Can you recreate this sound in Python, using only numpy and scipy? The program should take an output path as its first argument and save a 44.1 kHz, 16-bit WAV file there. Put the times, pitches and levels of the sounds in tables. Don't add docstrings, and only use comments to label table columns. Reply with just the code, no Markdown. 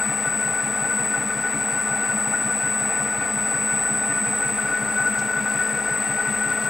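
import sys
import numpy as np
from scipy import signal
from scipy.fft import rfft, irfft, next_fast_len
from scipy.io import wavfile
from scipy.ndimage import map_coordinates

SR = 44100
rng = np.random.default_rng(int(sys.argv[2]) if len(sys.argv) > 2 else 0)


def wrap_up_sound(samples):
    columns = np.atleast_2d(samples).T
    tamed = np.clip(columns, -1, 1)
    steps = np.round(tamed * 32767).astype(np.int16)
    wavfile.write(sys.argv[1], SR, steps)


N = 295029
PINION_TEETH, WHEEL_TEETH, TEETH_PER_BELT_LAP = 17, 63, 38.65
CARRIER_HZ, DRIVE_HZ, ROTOR_HZ = 8000, 26.04, 24.99

# time in seconds, tooth mesh rate in Hz.
MESH_RATE_HZ = [(0, 212.43), (3.6, 212.45), (4, 212.24), (5.8, 212.26), (6.7, 212.38)]
# time in seconds, nearness 0-1.
NEARNESS = [(0, 0.097), (0.6, -0.0), (2.2, 0.059), (3.8, 0.148), (4.6, 0.526), (5.1, 0.549), (5.8, 0.92),
            (6.7, 1.0)]
PINION_RUNOUT = [(.95, 0.37)]
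WHEEL_RUNOUT = [(0.75, .92), (0.67, 0.92), (0.27, 0.31), (0.38, 0.58)]
# time in seconds, relative level in dB.
RING_DB = [(0, -31), (2.0, -29.5), (3.2, -31), (4.2, -30), (5.05, -26), (5.9, -27.5), (6.1, -29.5),
           (6.7, -28)]
# frequency in Hz, relative gain in dB.
FRAME_RESPONSE_DB = [(150, -9.5), (250, 2), (345, -11.5), (430, 2), (540, -3), (650, 3.5), (800, 2),
                     (1020, -4.5), (1190, -0.5), (1320, -6.5), (1630, -7), (1800, 0.5), (2230, -6),
                     (2380, -7), (2760, -10), (2840, -31), (9000, -68)]
# centre in Hz, width in Hz, level in dB re the smooth response.
FRAME_RESONANCES = [(477.4, 15.4, 3.5), (727, 4.6, -9), (806, 20, 3), (1209, 39, 8.5), (1813, 5.5, 9.5),
                    (2265, 22, 9), (2507, 25, 6), (2500, 13, -1), (2720, 15, 8)]
# multiple of the mesh rate, far and near levels in dB.
MESH_OVERTONES = [(2, -56, -46), (5, -56.5, -54), (9, -61, -43.5), (13, -62, -55.5)]
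# carrier offset in multiples of DRIVE_HZ, far and near relative levels
# in dB, echo gain 0-1, standing-wave crest spacing and one crest's position, both in nearness.
INVERTER_SIDEBANDS = [(-5, -36.5, -40.2, 0.44, 0.729, 0.593), (-3, -42.5, -45.0, 0.73, 0.534, 0.375),
                      (-1, -26.0, -36.3, 0.32, 0.636, 0.261), (1, -39.4, -33.6, 0.26, 0.321, 0.27),
                      (3, -42.3, -46.1, 0.78, 0.774, 0.265), (5, -34.4, -41.2, 0.73, 0.683, 0.395)]
# frequency in Hz, relative level in dB.
INVERTER_HIGH_TONES = [(11921.7, -65.5), (11999.8, -62.5), (12077.4, -70), (15572.9, -69), (15624.8, -67),
                       (15647.9, -65), (15676.8, -61)]
# time in seconds, left minus right in dB.
WHINE_SWAY_DB = [(0, 1.5), (1.5, 0), (3, -.5), (3.9, -1.5), (4.8, 0), (5.6, 0), (6.4, 2.5)]
# frequency in Hz, relative level in dB.
RUSH_SPECTRUM_DB = [(22, -10), (35, 0), (58, 10), (82, 9), (300, 15), (1500, 10), (2900, 7.5), (3550, 6.5),
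                    (4100, 4), (4700, 4.5), (5300, 0.5), (7000, 2), (9500, -8.5), (12500, -5), (15000, -18)]
# centre in Hz, width in Hz, relative level in dB.
RACE_MODES = [(3400, 37, 10), (3643, 33, 10), (4560, 12, 14), (4895, 22, 12.5), (6700, 52, 0)]
# delay in seconds, relative level in dB, pitch in Hz,
# half-length in seconds.
BELT_SLAPS = [(0, 0.5, 140, 0.013), (.034, -5.5, 150.6, 0.0099), (.066, -8.5, 134, 0.015),
              (.12, -19.5, 127, 0.023)]
# centre in Hz, width in Hz, relative level in dB.
GUARD_MODES = [(57, 7.5, -14), (284, 19, -2)]
# position in the turn 0-1, mean peak in dB.
KNOCKING_TEETH = [(.595, -32.5), (.84, -30)]
# frequency in Hz, relative level in dB, T60 in seconds.
WHEEL_RESONANCES = [(660, -15, 0.018), (738, -14, .04), (796.6, 10.5, 0.058), (796, -9, 0.037)]
# start in seconds, relative level in dB, centre in Hz, decay time in seconds.
WAX_TICKS = [(3.21, -45, 11800, 0.008), (4.92, -47, 12940, 0.025), (5.068, -38, 8200, 0.017),
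             (5.186, -29, 5800, 0.014), (5.567, -39, 12000, 0.0066), (6.304, -41, 12500, .004),
             (6.346, -44, 12370, 0.0053), (6.532, -35, 12950, 0.0047), (6.64, -31, 5860, 0.0076),
             (6.66, -32, 12000, 0.0034)]
# frequency in Hz, left minus right in dB.
BALANCE_DB = [(60, 1), (140, 2), (205, 4.5), (290, 0), (700, 2.8), (1400, 3.6), (2400, 3.5), (4400, 2.3),
              (8000, 2.1), (15000, 1.5)]


def amp(db):
    return 10 ** (np.asarray(db) / 20)


def unit_rms(x):
    return x / np.sqrt(np.mean(x ** 2) + 1e-20)


def log_interp(points, hz):
    knots_hz, values = np.transpose(points)
    return np.interp(np.log(hz + 1), np.log(knots_hz + 1), values)


def timeline(points):
    return np.interp(np.arange(N) / SR, *np.transpose(points))


def wobble(rate_hz):
    knots = rng.standard_normal(int(N * rate_hz / SR) + 4)
    return map_coordinates(knots, [np.arange(N) * rate_hz / SR])


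def filtered(x, response):
    size = next_fast_len(N + SR // 2)
    return irfft(rfft(x, size) * response(np.fft.rfftfreq(size, 1 / SR)), size)[..., :N]


def resonances(modes, hz):
    return sum((-1) ** k * amp(db) * 1j * hz * width / (centre ** 2 - hz ** 2 + 1j * hz * width)
               for k, (centre, width, db) in enumerate(modes))


def cycle(turns, peak):
    return np.cos(2 * np.pi * (turns - peak))


def tone(hz, drift_rad, scatter_cycles=1, shift_rad=0):
    cycles = hz * np.arange(N) / SR + scatter_cycles * rng.random()
    return np.sqrt(2) * np.sin(2 * np.pi * cycles + drift_rad * wobble(1.943) + shift_rad)


def tightness(turns, runout):
    return sum(depth * cycle(k * turns, peak) for k, (depth, peak) in enumerate(runout, 1))


def mesh_hum(teeth, tight):
    lead_cycles = -0.05 * cycle(teeth / PINION_TEETH, 0.26) + 0.02 * wobble(23)
    level_db = -36 - 4 * tight + 0.81 * wobble(3.15)
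    return amp(level_db) * cycle(teeth + lead_cycles, rng.random())


def scraping(teeth, repeat_share):
    samples_per_tooth = round(SR / MESH_RATE_HZ[0][1])
    place = (teeth * samples_per_tooth).astype(int)
    wear = sum(rng.standard_normal(n * samples_per_tooth)[place % (n * samples_per_tooth)]
               for n in (PINION_TEETH, WHEEL_TEETH))
    return np.sqrt(repeat_share / 2) * wear + np.sqrt(1 - repeat_share) * rng.standard_normal(N)


def frame_ring(teeth, tight):
    pressure = amp(3 * tight)
    lag_cycles = (0.056 * cycle(teeth / PINION_TEETH, 0.58)
                  + 0.065 * cycle(teeth / TEETH_PER_BELT_LAP, 0) + 0.05 * wobble(14))
    flutter = amp(1.1 * wobble(22))
    harmonic = unit_rms(pressure * flutter * cycle(7 * teeth, rng.random() + lag_cycles))
    friction = np.sqrt(pressure) * scraping(teeth, repeat_share=0.13)
    shaken = unit_rms(filtered(friction, lambda hz: resonances([(1467.5, 66.0, 0)], hz) ** 2))
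    return amp(timeline(RING_DB)) * unit_rms(harmonic + amp(-2) * shaken)


def tooth_rasp(teeth, tight):
    def frame_gain(hz):
        peak_power = sum(abs(resonances([mode], hz)) ** 2 for mode in FRAME_RESONANCES)
        return amp(log_interp(FRAME_RESPONSE_DB, hz)) * np.sqrt(1 + peak_power)

    strokes = amp(0.4 * tight + 0.3 * cycle(teeth, 0) + 2.2 * cycle(2 * teeth, 0))
    friction = scraping(teeth, repeat_share=0.36) * strokes
    return amp(-32) * unit_rms(filtered(friction, frame_gain))


def mesh_overtones(teeth, near):
    out = 0
    for k, far_db, near_db in MESH_OVERTONES:
        level_db = far_db + (near_db - far_db) * near + 0.98 * wobble(4.7)
        out += amp(level_db) * unit_rms(cycle(k * teeth, rng.random() + 0.044 * wobble(14)))
    return out


def standing_wave(ears, echo_gain, spacing, crest):
    approach_wavelengths = 1.74
    interference = 1 + echo_gain * np.exp(-2j * np.pi * (ears - crest) / spacing)
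    return interference * np.exp(2j * np.pi * approach_wavelengths * ears.mean(axis=0))


def inverter_whine(near):
    ears = near + 0.077 * np.array([[0.5], [-0.5]])
    whine = 0
    for k, far_db, near_db, *echo in INVERTER_SIDEBANDS:
        wave = standing_wave(ears, *echo)
        sideband = tone(CARRIER_HZ + k * DRIVE_HZ, 0.3, scatter_cycles=0.45, shift_rad=np.angle(wave))
        level_db = far_db - 0.1 + (near_db - far_db + 2) * near
        whine += np.sign(k) * amp(level_db) * abs(wave) * sideband
    skirt = sum(amp(-40 - 1.4 * abs(k)) * tone(CARRIER_HZ + k * DRIVE_HZ, drift_rad=0.3)
                for k in range(-19, 20, 2) if abs(k) > INVERTER_SIDEBANDS[-1][0])
    pole_ripple = 0.035 * tone(6 * ROTOR_HZ, drift_rad=0.1)
    rotor_ripple = 0.021 * tone(ROTOR_HZ, drift_rad=0.18)
    flutter = 1 + pole_ripple + rotor_ripple + 0.066 * wobble(250) + 0.028 * wobble(1400)
    high_tones = sum(amp(db) * tone(hz, drift_rad=0.13) for hz, db in INVERTER_HIGH_TONES)
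    sway_db = 0.85 * wobble(5.0) + np.outer([0.5, -0.5], timeline(WHINE_SWAY_DB))
    return (whine + skirt + high_tones) * flutter * amp(sway_db)


def bearing_rush(near):
    def colour(hz):
        return np.hypot(amp(log_interp(RUSH_SPECTRUM_DB, hz)), abs(resonances(RACE_MODES, hz)))

    return amp(-43.52 + 1.1 * near) * unit_rms(filtered(rng.standard_normal(N), colour))


def wax_crackle(near):
    grains_per_s, scatter_db = 110, 6
    onsets = rng.random(N) < grains_per_s / SR
    grains = onsets * rng.standard_normal(N) * amp(scatter_db * wobble(25))
    crackle = filtered(grains, lambda hz: amp(log_interp([(2000, -30), (5000, 5), (15000, 0)], hz)))
    return amp(-66.5 + 7 * near) * unit_rms(crackle)


def belt_thumps(teeth, near):
    laps = teeth / TEETH_PER_BELT_LAP - 0.537
    thumps, t = np.zeros(N + SR), np.arange(-SR // 20, SR // 5) / SR
    for start in np.flatnonzero(np.diff(np.floor(laps))):
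        for delay_s, db, hz, half_length_s in BELT_SLAPS:
            swing = cycle(hz * (1 + rng.normal(0, 0.022)) * (t - delay_s), rng.normal(0, 0.067))
            envelope = np.exp(-((t - delay_s) / half_length_s) ** 2)
            thumps[start:][:len(t)] += amp(db + rng.normal(0, 1)) * envelope * swing
    shaking = amp(5.5 * np.exp(-((laps + 0.2) % 1 - 0.26) ** 2 / 0.025))
    top_hz = 2 * GUARD_MODES[-1][0]
    guard = filtered(rng.standard_normal(N), lambda hz: resonances(GUARD_MODES, hz) * (hz < top_hz))
    belt = amp(-30.5) * thumps[SR // 20:][:N] + amp(-44) * unit_rms(shaking * guard)
    return amp(0.42 * near - 0.66) * belt


def tooth_knocks(teeth):
    out, t = np.zeros(N + SR), np.arange(SR // 8) / SR
    attack = 1 - np.exp(-t / 0.005)
    for turn, peak_db in KNOCKING_TEETH:
        for start in np.flatnonzero(np.diff(np.floor(teeth / WHEEL_TEETH - turn))):
            ring = attack * sum(amp(db + rng.normal(0, 2) - 60 * t / t60_s) * np.sin(2 * np.pi * hz * t)
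                                for hz, db, t60_s in WHEEL_RESONANCES)
            out[start:][:len(t)] += amp(peak_db + rng.normal(0, 2.3)) * ring / abs(ring).max()
    return out[:N]


def wax_ticks():
    out, t = np.zeros(N + SR), np.arange(SR // 8) / SR
    for start_s, db, hz, decay_s in WAX_TICKS:
        band = signal.butter(2, [hz * 0.65, min(hz * 1.43, SR * 0.45)], "band", fs=SR, output="sos")
        burst = unit_rms(signal.sosfilt(band, rng.standard_normal(len(t))))
        envelope = np.exp(-t / decay_s) * (1 - np.exp(-t / 0.0015))
        out[round(start_s * SR):][:len(t)] += amp(db - 6) * burst * envelope
    return out[:N]


def wall_reflections(mill, t60_s):
    t = np.arange(SR // 3) / SR
    tail = rng.standard_normal(len(t)) * amp(-60 * t / t60_s)
    reflected = signal.fftconvolve(mill.mean(axis=0), tail / np.linalg.norm(tail))[:N]
    return np.outer([1, -1], reflected)


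def scene():
    teeth = np.cumsum(timeline(MESH_RATE_HZ)) / SR
    near = timeline(NEARNESS)
    tight = tightness(teeth / PINION_TEETH, PINION_RUNOUT) + tightness(teeth / WHEEL_TEETH, WHEEL_RUNOUT)
    gears = mesh_hum(teeth, tight) + frame_ring(teeth, tight) + tooth_rasp(teeth, tight)
    drive = gears + mesh_overtones(teeth, near) + tooth_knocks(teeth) + belt_thumps(teeth, near)
    mill = drive + inverter_whine(near) + wax_ticks() + wax_crackle(near) + bearing_rush(near)
    direct = filtered(mill, lambda hz: amp(np.outer([0.5, -0.5], log_interp(BALANCE_DB, hz))))
    return direct + amp(-22) * wall_reflections(mill, t60_s=0.078)


def record(dry):
    low_hz, top_hz = 31, 15830
    low_cut = signal.butter(6, low_hz, "high", fs=SR, output="sos")
    return filtered(signal.sosfilt(low_cut, dry), lambda hz: hz < top_hz)


dry = scene()
out = record(dry)
wrap_up_sound(out)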